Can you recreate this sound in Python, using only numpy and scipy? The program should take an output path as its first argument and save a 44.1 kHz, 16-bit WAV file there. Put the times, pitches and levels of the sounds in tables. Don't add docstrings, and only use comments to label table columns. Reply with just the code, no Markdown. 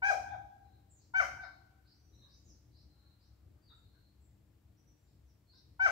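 import sys
import numpy as np
from scipy import signal
from scipy.fft import rfft, irfft, next_fast_len
from scipy.io import wavfile
from scipy.ndimage import map_coordinates

SR = 44100
rng = np.random.default_rng(int(sys.argv[2]) if len(sys.argv) > 2 else 0)


def to_wav(sig):
    pcm = np.clip(np.atleast_2d(sig), -1, 1) * 32767
    pcm = np.round(pcm).astype(np.int16)
    wavfile.write(sys.argv[1], SR, pcm.T)


N = 260631


def near_fowl(brightening=0.32, usual_db=-25, squeak_hz=935, squeak_db=-38, squeak_fade_s=0.064):
    # start in seconds, note length in seconds, top pitch in Hz, effort in dB, push at the
    # break in dB, fade in dB per second, boost of the lowest tone in the note and in the break in dB,
    # roughness of the note from 0 to 1, overtone boost in dB, breath noise in dB.
    calls = [(.018, 0.081, 825.8, -26.5, 2.5, 614.5, 2, 14, 0.15, 2, -19.5),
             (1.136, .062, 789.3, -26.5, 6, 330.5, -5.5, 0, .08, 0.5, -21),
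             (5.792, .066, 798.3, -24.5, 5.5, 353, -6, 1.5, 0.07, -2, -22.5)]
    # frequency in Hz, gain in dB.
    throat = [(300, -26.5), (600, -8), (800, -10), (1050, -8), (1500, -3.5), (1750, -12), (2050, -7.5),
              (2350, -12), (3000, -25), (3600, -35.5), (4800, -28), (6200, -23.5), (7500, -50),
              (15000, -58.5)]
    # frequency in Hz, relative level in dB.
    breath_tone = [(400, -26), (1400, -9), (2300, -5.5), (3100, -21), (3900, -23), (4800, -7), (6100, -7.5),
                   (7500, -14), (10000, -23), (15000, -23)]
    track, airflow = np.zeros(N), np.zeros(N)
    for start, *shape, overtones_db, breath_db in calls:
        t, pitch, effort_db, lowest_db, rough = call_shape(*shape)
        tilt_db = overtones_db + brightening * np.minimum(effort_db - usual_db, 0)
        voice = voice_box(pitch, rough, throat, tilt_db, lowest_db, jitter=0.076, flutter_hz=520)
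        squeak_level = amp(squeak_db - 60 * t / squeak_fade_s) * (1 - np.exp(-(t / .0035) ** 2))
        squeak = squeak_level * np.sin(2 * np.pi * squeak_hz * t)
        add(track, start, amp(effort_db) * voice + squeak)
        puffs = 1 + 0.82 * np.cos(2 * np.pi * np.cumsum(pitch) / SR)
        add(airflow, start, amp(effort_db + breath_db) * np.sqrt(np.abs(rough)) * puffs)
    breath = unit(shaped(rng.standard_normal(N), breath_tone))
    return track + airflow * breath


def call_shape(length, top_hz, db, push_db, fade_db_per_s, note_lowest_db, break_lowest_db, note_rough):
    start_hz, scoop_s, attack_s = 723.2, .03, 0.011
    break_s, fall_s, fall_octaves_per_s = .003, 0.038, 17
    push_at = length + 0.0056
    t = np.arange(int((length + fall_s) * SR)) / SR
    since_break = break_s * np.logaddexp(0, (t - length) / break_s)
    scoop_hz = top_hz + (start_hz - top_hz) * np.exp(-t / scoop_s)
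    pitch = scoop_hz * 2 ** (-fall_octaves_per_s * since_break)
    attack_db = 20 * np.log10((1 - np.exp(-(t + 1 / SR) / attack_s)) ** 2)
    dip_db = 4 * bump(t, at=.043, width=0.0047)
    stress_db = push_db * bump(t, push_at, width=0.0037) - dip_db
    effort_db = db + attack_db + stress_db - fade_db_per_s * since_break
    lowest_db = np.interp(t, [length - break_s, push_at], [note_lowest_db, break_lowest_db])
    rough = np.interp(since_break, [0, 0.022], [note_rough, 0.49])
    return t, pitch, effort_db, lowest_db, rough


def voice_box(pitch, rough, throat, tilt_db, lowest_db, jitter, flutter_hz, count=20):
    size = len(pitch)
    phase = 2 * np.pi * np.cumsum(pitch * (1 + jitter * rough * wobble(flutter_hz, size))) / SR
    voice = np.zeros(size)
    for k in range(1, count + 1):
        shaky_share = np.clip(rough * k / 2, 0, 1)
        shake = (wobble(flutter_hz, size) + 1j * wobble(flutter_hz, size)) / np.sqrt(2)
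        flutter = np.sqrt(1 - shaky_share ** 2) + shaky_share * shake
        overtone_db = (k > 2) * (tilt_db + 1.5 * wobble(45, size))
        level_db = along(throat, k * pitch) + lowest_db * (k == 1) + overtone_db
        voice += amp(level_db) * np.real(flutter * np.exp(1j * k * phase))
    return voice * signal.windows.tukey(size, .06)


def garden(call, left_lag_s=0.00022):
    # delay in seconds, level in dB, a third of the fade time in seconds.
    walls = [(.022, -11.5, 0.034), (.235, -19.5, 0.15), (.47, -41.5, .4)]
    # frequency in Hz, seconds to fade by 60 dB.
    garden_fade = [(200, 0.38), (800, 1.1), (1550, 0.82), (2400, 0.75), (5000, 3), (12000, 1.6)]
    straight = filtered(call, lambda hz: np.exp(1j * np.pi * hz * left_lag_s * np.array([[-1], [1]])))
    direct = shaped(straight, [(800, -1), (1600, 8.0), (3000, -0.5), (6000, -19)])
    close = scatter(call, [(800, 0.33), (6000, 0.54)], delay=.012)
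    distant = amp(-10.5) * scatter(call, garden_fade, delay=.04)
    echoes = sum(amp(db) * scatter(call, [(1000, 3 * spread)], delay) for delay, db, spread in walls)
    add(echoes, .236, amp(-21.5) * call)
    carried = [(550, -6.5), (800, 10.5), (1200, -0.5), (1550, 4.5), (2200, -2), (3000, -10), (8000, -23)]
    pair = direct + close + shaped(distant + echoes, carried)
    left_db = [(700, 5.5), (1400, 6), (2400, 3.5), (4400, 2.5), (6500, -1), (8500, 5)]
    return filtered(pair, lambda hz: amp(along(left_db, hz) * np.array([[.5], [-.5]])))


def small_birds(direct_db=-13, trees_db=-5.5, buzz_start_hz=4290, pips_per_s=20):
    # start and length in seconds, first and last pitch in Hz, level in dB.
    whistles = [(0.262, 0.084, 3240, 3700, -61), (.895, 0.041, 7650, 7220, -56.5),
                (0.93, 0.083, 7200, 6160, -64.5), (2.208, 0.056, 3920, 3740, -55.5),
                (2.43, 0.13, 7180, 4600, -59), (3.615, .097, 4700, 4430, -62),
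                (3.685, 0.048, 3790, 3760, -51.5), (3.732, 0.077, 7840, 7030, -73),
                (4.185, .1, 7800, 7370, -70), (4.763, 0.067, 5610, 5950, -70.5),
                (4.85, 0.073, 5720, 5890, -67.5), (4.963, 0.17, 7560, 7130, -76),
                (5.238, .088, 6650, 4880, -73), (5.464, 0.081, 4260, 4500, -61)]
    # start and length in seconds, last pitch in Hz, level in dB.
    buzzes = [(0.976, 0.11, 5250, -66), (1.387, 0.096, 4850, -57), (1.824, 0.16, 5226, -62.5),
              (2.267, .13, 6120, -58.5), (2.696, 0.16, 4980, -62), (3.177, 0.12, 5115, -65.5),
              (5.04, 0.12, 4840, -74), (5.494, 0.12, 4844, -58)]
    # start and length in seconds, pitch in Hz, level in dB.
    pip_runs = [(.617, 0.18, 4040, -73.5), (1.5, 0.078, 4130, -67.5), (1.97, .3, 5890, -71),
                (2.113, 0.17, 3970, -65.5), (2.877, 0.28, 4100, -69), (3.819, .29, 4203, -70.5)]
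    track = np.zeros((2, N))
    for start, length, start_hz, end_hz, db in whistles:
        depth_hz = 105.7 + 0.17 * abs(end_hz - start_hz)
        whistle = chirp(length, start_hz, end_hz, depth_hz, edge=0.94, waver=.018)
        add(track, start, panned(amp(db) * whistle, left_db=0))
    for start, length, end_hz, db in buzzes:
        buzz = chirp(length, buzz_start_hz, end_hz, depth_hz=680, edge=1.5, waver=0.055)
        add(track, start, panned(amp(db) * buzz, left_db=1.5))
    for start, length, hz, db in pip_runs:
        note = chirp(length, hz, hz, depth_hz=159, edge=0.32)
        pulses = 1 - np.cos(2 * np.pi * pips_per_s * np.arange(len(note)) / SR)
        add(track, start, panned(amp(db) * unit(pulses) * note, left_db=0.3))
    near_trees = scatter(track, [(5000, 0.242)], delay=.003)
    far_trees = scatter(track, [(4000, 0.76), (8000, 0.65)], delay=.008)
    return amp(direct_db) * track + amp(trees_db) * (.8 * near_trees + 0.69 * far_trees)


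def chirp(length, start_hz, end_hz, depth_hz, edge, trill_hz=85, waver=0.011, flicker_db=3.0):
    size = int(length * SR)
    trill = np.sin(2 * np.pi * np.cumsum(trill_hz * (1 + 0.18 * wobble(40, size))) / SR)
    glide_hz = np.linspace(start_hz, end_hz, size) * (1 + waver * wobble(300, size))
    pitch = glide_hz + depth_hz * np.linspace(0.45, 1.5, size) * trill
    arch = np.abs(np.sin(np.linspace(0, np.pi, size))) ** edge
    flicker = unit(amp(flicker_db * wobble(80, size)))
    return arch * flicker * np.sin(2 * np.pi * np.cumsum(pitch) / SR)


def far_fowl():
    # start and length in seconds, rough pitch in Hz, relative level in dB, roughness (0 to 1).
    clucks = [(2.201, 0.13, 557, -75, 0.64), (2.884, 0.29, 282.2, -80, 0.22),
              (3.151, 0.36, 411, -87.5, 0.63), (3.511, 0.11, 304.7, -82.5, 0.44),
              (3.693, 0.051, 456.7, -65, 1), (3.921, 0.053, 491, -75, 0.77), (5.53, 0.023, 520, -71.5, 0.4)]
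    # frequency in Hz, gain in dB.
    throat = [(250, -48), (600, 3), (900, -6.5), (1350, 3.5), (1900, -14.5), (3000, -34), (8000, -43)]
    track = np.zeros(N)
    for start, length, hz, db, rough in clucks:
        arch = np.sin(np.linspace(0, np.pi, int(length * SR)))
        pitch = hz * (.96 + 0.024 * arch)
        voice = voice_box(pitch, rough, throat, 0, 0, jitter=0.079, flutter_hz=248.5, count=10)
        add(track, start, amp(db) * arch * unit(voice))
    echoes = scatter(track, [(1000, 0.43)], delay=0.00408)
    return panned(0.42 * track + 0.68 * echoes, left_db=7.5)


def low_rumble(usual_db=-65.5, drift_db=0.72, flutter_db=1.7):
    # frequency in Hz, relative level in dB.
    rumble_tone = [(12, -67.5), (20, -42.5), (27, -24), (35, -20.5), (44, -11.5), (65, 0), (112, -2.5),
                   (172, -15.5), (205, -16), (268, -19.5), (305, -13), (375, -22), (406, -24.5), (433, -23),
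                   (900, -40), (1170, -73), (1980, -120)]
    # time of the loudest point in seconds, half the rise's width in seconds, rise in dB.
    rises = [(.21, 0.2, 9.5), (1.26, 0.13, 8), (2.22, 0.039, 4), (2.5, 0.072, 6), (5.89, .08, 8.5)]
    t = np.arange(N) / SR
    rise_db = sum(db * bump(t, at, width) for at, width, db in rises)
    level_db = usual_db + rise_db + drift_db * wobble(4.9, N) + flutter_db * wobble(13, N)
    rumble = stereo_noise(rumble_tone, alike=[(60, 1.0), (150, 1.0), (300, 0.38), (700, 0.61)])
    return panned(amp(level_db) * rumble, left_db=3.5)


def far_motor(waver_db=2.5):
    # pitch in Hz, level in dB.
    tones = [(64.6, -72), (199.2, -84.5), (301.5, -86.5)]
    hum = np.zeros(N)
    t = np.arange(N) / SR
    for hz, db in tones:
        level = amp(db + waver_db * wobble(7.2, N))
        hum += level * unit(np.sin(2 * np.pi * hz * t + 0.68 * wobble(12, N)))
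    return panned(hum, left_db=3.5)


def leaves():
    # frequency in Hz, relative level in dB.
    hiss_tone = [(350, -37.5), (600, -2), (1230, -7.5), (3470, -13), (4430, -13), (6480, -16.5),
                 (7420, -14), (9350, -20), (13300, -15), (15500, -14.5)]
    hiss = stereo_noise(hiss_tone, alike=[(700, .35), (3000, 0.21), (10000, 0.21)])
    return panned(amp(-80) * hiss, left_db=3.0)


def scatter(x, fade_times, delay):
    hz, t, noise = signal.stft(rng.standard_normal((2, SR)), SR, nperseg=256)
    fade = amp(-60 * t / along(fade_times, hz)[:, None])
    tail = signal.istft(noise * fade, SR, nperseg=256)[1]
    tail /= np.linalg.norm(tail, axis=1, keepdims=True)
    delayed = np.pad(np.atleast_2d(x), ((0, 0), (round(delay * SR), 0)))
    return signal.fftconvolve(delayed, tail, axes=1)[:, :N]


def stereo_noise(tone, alike):
    def response(hz):
        angle = np.arccos(along(alike, hz)) / 2
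        return amp(along(tone, hz)) * np.array([np.cos(angle), np.sin(angle)])
    mid, side = filtered(rng.standard_normal((2, N)), response)
    return unit(np.array([mid + side, mid - side]))


def amp(db):
    return 10 ** (np.asarray(db) / 20)


def unit(x):
    return x / np.sqrt(np.mean(x ** 2) + 1e-20)


def along(points, hz):
    freqs, values = np.transpose(points)
    return np.interp(np.log(hz + 1), np.log(freqs + 1), values)


def wobble(rate, size):
    values = rng.standard_normal(int(size * rate / SR) + 4)
    return map_coordinates(values, [np.arange(size) * rate / SR])


def bump(t, at, width):
    return np.exp(-((t - at) / width) ** 2)


def filtered(x, response):
    size = next_fast_len(N + SR // 2)
    return irfft(rfft(x, size) * response(np.fft.rfftfreq(size, 1 / SR)), size)[..., :N]


def shaped(x, tone):
    return filtered(x, lambda hz: amp(along(tone, hz)))


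def panned(x, left_db):
    return x * amp([[left_db / 2], [-left_db / 2]])


def add(track, start_s, x):
    start = round(start_s * SR)
    part = track[..., start:start + x.shape[-1]]
    part += x[..., :part.shape[-1]]


def scene():
    return garden(near_fowl()) + far_fowl() + small_birds() + low_rumble() + far_motor() + leaves()


def record(dry, top_hz=15700):
    return filtered(dry, lambda hz: hz < top_hz)


dry = scene()
out = record(dry)
to_wav(out)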